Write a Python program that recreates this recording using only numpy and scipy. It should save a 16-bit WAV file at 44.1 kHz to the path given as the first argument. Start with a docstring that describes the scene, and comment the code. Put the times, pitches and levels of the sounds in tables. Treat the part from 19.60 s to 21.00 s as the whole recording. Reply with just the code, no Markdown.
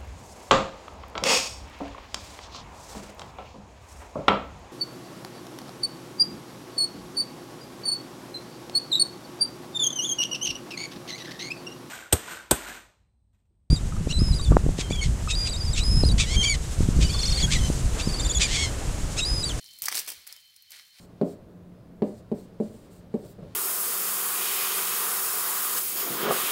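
"""A step at a limestone cave mouth

A foot comes down on loose rock and dry litter: brittle bits crack, a stone rings in its modes,
grit crunches as a swarm of tiny fractures, and the feet scuff and settle with soft thuds.
The rock walls answer with a short echo; insects shrill in narrow bands over a faint hiss."""
import sys
import numpy as np
from scipy import signal
from scipy.fft import rfft, irfft, next_fast_len
from scipy.io import wavfile

SR = 44100
rng = np.random.default_rng(int(sys.argv[2]) if len(sys.argv) > 2 else 0)


def store_pcm(level_fs):
    """Save levels as 16-bit WAV."""
    pcm = np.round(np.clip(level_fs, -1, 1) * 32767).astype(np.int16)
    wavfile.write(sys.argv[1], SR, np.atleast_2d(pcm).T)


N = 61739
TIME = np.arange(N) / SR


def from_db(db):
    """Amplitude grows tenfold for every 20 dB."""
    return 10 ** (np.asarray(db) / 20)


def unit_rms(x):
    """Normalisation to a mean power of one."""
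    return x / np.sqrt(np.mean(x ** 2) + 1e-20)


def decay(t, t60):
    """Exponential damping: 60 dB in t60 seconds, from t = 0."""
    return np.exp(-np.log(1000) * np.maximum(t, 0) / max(t60, 1e-4))


def envelope(t, attack, hold, t60):
    """A transient rises linearly, holds, then decays exponentially."""
    return np.clip(t / max(attack, 1e-5), 0, 1) * decay(t - attack - hold, t60)


def strokes(rows):
    """The envelopes of overlapping foot movements add."""
    return sum(from_db(db) * envelope(TIME - s, attack, hold, t60) for s, db, attack, hold, t60 in rows)


def colour(x, spectrum):
    """Causal, minimum-phase filtering through (frequency_hz, gain_db) points."""
    size = 2 * next_fast_len(len(x))
    hz, db = np.transpose(spectrum)
    grid_hz = np.maximum(np.arange(size // 2 + 1) * SR / size, 1)
    gain = from_db(np.interp(np.log(grid_hz), np.log(hz), db))
    cepstrum = irfft(np.log(gain))
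    cepstrum[1:size // 2] *= 2  # folding onto positive time gives minimum phase
    cepstrum[size // 2 + 1:] = 0
    return irfft(rfft(x, size) * np.exp(rfft(cepstrum)))[:len(x)]


def grains(spectrum, per_s, spread_db, t60_s=0.0029):
    """Shot noise: tiny fractures of uneven size come at random, and their decaying powers add."""
    sizes = from_db(spread_db * np.minimum(rng.exponential(1, N), 5))
    onsets = rng.random(N) < per_s / SR
    power = signal.lfilter([1], [1, -decay(1 / SR, t60_s) ** 2], onsets * sizes ** 2 + 1e-18)
    return unit_rms(colour(np.sqrt(power) * rng.standard_normal(N), spectrum))


def hiss(spectrum, level_db=0):
    """Filtering white noise gives stationary coloured noise."""
    noise = colour(rng.standard_normal(N + SR), spectrum)[SR:]
    return from_db(level_db) * unit_rms(noise)


def drift(knots_per_s):
    """Linear interpolation between Gaussian values gives a smooth random wander."""
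    knots = rng.standard_normal(400)
    return np.interp(TIME * knots_per_s, np.arange(len(knots)), knots)


def shrill(hz, width_hz, db, waver_db, steadiness):
    """Far insects as narrow-band noise; compressing its envelope evens it towards a tone."""
    band = signal.butter(2, [hz - width_hz / 2, hz + width_hz / 2], "band", fs=SR, output="sos")
    noise = unit_rms(signal.sosfilt(band, rng.standard_normal(2 * SR + N)))
    analytic = signal.hilbert(noise)[SR:SR + N]
    evened = analytic.real / (np.abs(analytic) + .5) ** steadiness
    return from_db(db + waver_db * drift(knots_per_s=23)) * unit_rms(evened)


def air():
    """Broadband outdoor hiss sets the ambient noise floor."""
    # hiss spectrum: frequency_hz, gain_db
    spectrum = [(25, -29), (50, -7), (85, 1), (160, -4), (250, -15), (450, -17.5), (1000, -13), (1500, -8),
                (2100, 3), (2700, -1.5), (5200, -1.5), (7200, -12), (15500, -5.5)]
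    return hiss(spectrum, level_db=-65.5)


def insects():
    """Incoherent sources add in power: two shrill bands and a far, sizzling chorus slowly fade."""
    # lower and upper band: pitch_hz, width_hz, base_level_db, waver_db, steadiness (0-1)
    bands = [(3082, 54, -65.5, 3, 0.26), (4263, 250, -63, 1.5, 0.3)]
    # fade of the lower band: time_s, gain_db
    lower_fade = [(0, 2.5), (.2, 2.5), (.6, 1), (.9, 1), (1.4, -2)]
    # fade of the upper band and chorus: time_s, gain_db
    upper_fade = [(0, 6), (.2, 4.5), (.8, -1.5), (1.4, -2)]
    # chorus spectrum: frequency_hz, gain_db
    spectrum = [(1000, -30), (1600, -25.5), (2100, -7.5), (2700, -9), (3900, -1), (5200, -2.5), (7200, -12),
                (15500, -19.5)]
    lower, upper = (shrill(*row) for row in bands)
    lower_gain = from_db(np.interp(TIME, *np.transpose(lower_fade)))
    upper_gain = from_db(np.interp(TIME, *np.transpose(upper_fade)))
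    return lower_gain * lower + upper_gain * (upper + hiss(spectrum, -63.5))


def cave(x, delay_s=.0112, t60_s=0.58):
    """Convolution with the cave's impulse response: one near reflection, then a diffuse tail."""
    # colour of the reflected sound: frequency_hz, gain_db
    spectrum = [(100, 4), (1000, 1.5), (4000, 3), (8000, -8.5), (15000, -3)]
    tail = rng.standard_normal(N) * envelope(TIME, delay_s, 0, t60_s)
    response = from_db(-13) * tail / np.linalg.norm(tail)
    response[int(delay_s * SR)] += from_db(-21.5)  # the near wall
    return signal.fftconvolve(x, colour(response, spectrum))[:N]


def rumble():
    """Body movement modulates the amplitude of faint low noise."""
    # movements: start_s, level_db, attack_s, hold_s, t60_s
    movements = [(-.02, -78, 0.022, 0.565, 0.42), (1.1, -81.5, .03, .05, 0.16)]
    # rumble spectrum: frequency_hz, gain_db
    spectrum = [(25, -28), (60, -0.5), (130, 0.5), (300, -6), (600, -14.5), (1500, -33)]
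    return strokes(movements) * hiss(spectrum)


def thuds(attack_s=0.0053):
    """Body weight pushing into the ground excites low damped oscillations."""
    # pushes: start_s, level_db, pitch_hz, t60_s
    pushes = [(0.223, -52.5, 114, 0.054), (.572, -58.5, 81, 0.07)]
    return sum(from_db(db) * np.sin(2 * np.pi * hz * (TIME - s)) * envelope(TIME - s, attack_s, 0, t60)
               for s, db, hz, t60 in pushes)


def litter():
    """Dry litter shifts and springs back elastically in sparse, bright ticks."""
    # stirs of the litter: start_s, level_db, attack_s, hold_s, t60_s
    stirs = [(-.02, -58, 0.017, 0.23, 0.26), (.4, -50.5, 0.015, 0.13, 0.41),
             (.69, -62.5, 0.017, 0.025, 2.1), (1.09, -64, 0.0068, 0.17, .5)]
    # tick spectrum: frequency_hz, gain_db
    spectrum = [(300, -24), (2000, -12), (5000, -3), (7000, -3), (8500, -1.5), (15500, -3.5)]
    return strokes(stirs) * grains(spectrum, per_s=450, spread_db=2)


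def scuffs():
    """Sliding friction under the sole makes fine, dull grains that merge into noise."""
    # light drags: start_s, level_db, attack_s, hold_s, t60_s
    drags = [(.53, -56, 0.016, 0.036, 0.62), (.662, -52, 0.0088, 0.049, .32),
             (1.095, -49.5, 0.034, 0.033, 0.38), (1.32, -52.5, 0.077, .03, 0.28)]
    # friction spectrum: frequency_hz, gain_db
    spectrum = [(100, -31.5), (400, -15), (1000, -9.5), (1500, -4.5), (2200, 4.5), (2800, -3), (4300, 4),
                (5300, 0), (7000, -6.5), (8500, -4), (15500, -12.5)]
    return strokes(drags) * grains(spectrum, per_s=9000, spread_db=1.8)


def crunches():
    """Grit fractures densely under compression while weight is on the sole."""
    # presses of the sole: start_s, level_db, attack_s, hold_s, t60_s
    presses = [(.219, -38.5, 0.0027, 0.07, 0.078), (.312, -32.5, .008, 0.0075, 0.052),
               (.338, -32, 0.008, 0.05, 0.12), (.473, -38.5, 0.0064, 0.025, 0.17)]
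    # grit spectrum: frequency_hz, gain_db
    spectrum = [(40, -36), (90, -23), (200, -13.5), (400, -6.5), (1000, -4.5), (1600, -5), (2300, 2),
                (3300, 0.5), (4100, -1), (4900, 4), (6100, 3.5), (6900, -3.5), (8200, 4), (11500, -1.5),
                (15500, -1.5)]
    return strokes(presses) * grains(spectrum, per_s=3500, spread_db=4)


def knock(start_s=.2829, base_db=-21):
    """A loose stone tips against its neighbour and rings in damped modes of alternating sign."""
    # modes of the stone: pitch_hz, relative_level_db, t60_s
    modes = [(792, -9, 0.013), (1194, -1, 0.017), (1683, -0.5, 0.013), (1953, 0, 0.017), (2340, -7, 0.023),
             (4544, -11, 0.048), (5920, -7.5, 0.048)]
    t = np.maximum(TIME - start_s, 0)
    return sum((-1) ** k * from_db(base_db + db) * np.sin(2 * np.pi * hz * t) * decay(t, t60)
               for k, (hz, db, t60) in enumerate(modes))


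def cracks(attack_s=0.00073, hold_s=0.00026, ring_t60_s=0.077):
    """Brittle fracture: each bit emits a sharp burst and a faint ring, coloured by its resonance."""
    # breaking bits: start_s, base_level_db, low_mid_db, treble_db, resonance_hz, t60_s
    bits = [(0.0418, -46.5, -9, -2, 10600, 0.0059), (0.0607, -42, -31, -14, 5200, .006),
            (.1871, -44, -13, 3.5, 14200, .004), (.2201, -29, -13, 3.5, 13700, .008),
            (0.231, -36, -24, 0, 6500, .007), (0.2386, -34.5, -18, 1, 13400, .01),
            (0.2563, -27, -15.5, 1.5, 7740, 0.016), (.2605, -29, -20, -5, 4300, 0.006),
            (0.2672, -34.5, -1.5, -10, 1860, 0.017), (0.2841, -24, -8, -2.5, 6140, 0.01),
            (0.302, -32.5, -2, -21, 3360, 0.0051), (0.325, -25.5, 0.5, -8.5, 2300, 0.0057),
            (0.3451, -29, 1.5, -8, 5000, .006), (0.3529, -23, -5.5, -3, 9400, 0.0058),
            (.3605, -26, -3, -3, 11400, 0.005), (0.3712, -22, -10, -8.5, 8500, 0.0073),
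            (0.378, -25, -9.5, -3.5, 4830, 0.01), (0.3896, -27, -13, -5, 6100, 0.0093),
            (.3938, -25.5, -8.5, 2, 5650, 0.0041), (.4628, -46, -15, 3, 13000, 0.0059),
            (0.482, -36, 2, 0.5, 10300, 0.0079), (0.487, -41, -11, 6, 8500, .006),
            (0.4992, -44, -3.5, 3, 2440, 0.0091), (0.5021, -31, -9, -2, 8400, 0.0087),
            (0.5175, -43.5, 5.5, 5, 2420, 0.0086), (0.6678, -45, -5, 2.5, 10800, 0.013),
            (.6739, -43, -11, 6, 14700, .008), (.7249, -39, -10.5, 1, 5000, 0.0088),
            (0.7637, -42.5, -5, -6.5, 13900, 0.0038), (0.962, -52.5, -7, 2, 8900, 0.02),
            (1.0229, -59, -16, 6, 11800, .008), (1.1056, -48.5, -18, 2.5, 13800, 0.015),
            (1.1181, -37.5, -21, -6.5, 4840, 0.014), (1.196, -42, -0.5, -22, 4000, 0.0066)]
    # colour common to all cracks: frequency_hz, gain_db
    spectrum = [(80, -26), (300, -10.5), (900, -2), (2200, 4.5), (3000, 1), (5200, 5.5), (6200, 4),
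                (6900, 1), (8200, 4.5), (15500, 3.5)]
    t = TIME[:SR // 20]
    ring = from_db(-11.5) * envelope(t, attack_s, 0, ring_t60_s)
    out = np.zeros(N + SR)
    for start_s, db, low_mid_db, treble_db, hz, t60 in bits:
        shape = envelope(t, attack_s, hold_s, t60) + ring
        burst = unit_rms(shape * rng.standard_normal(len(t))) * np.sqrt(np.mean(shape ** 2))
        resonance = from_db(0.5) * signal.lfilter(*signal.iirpeak(hz, Q=9.2, fs=SR), burst)
        tilt = [(2030, low_mid_db), (5300, 0), (12200, treble_db)]
        start = int(start_s * SR)
        out[start:start + len(t)] += from_db(db) * colour(burst + resonance, tilt)
    return colour(out[:N], spectrum)


def scene():
    """Superposition of the feet, their echo and the outdoor background, in mono."""
    feet = cracks() + crunches() + scuffs() + litter() + knock() + thuds()
    return (feet + cave(feet) + insects() + air() + rumble())[None]


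def record(dry):
    """Band limiting: an elliptic low-pass cuts steeply above 15.8 kHz."""
    return signal.sosfilt(signal.ellip(12, .2, 70, 15800, fs=SR, output="sos"), dry)


dry = scene()
out = record(dry)
store_pcm(out)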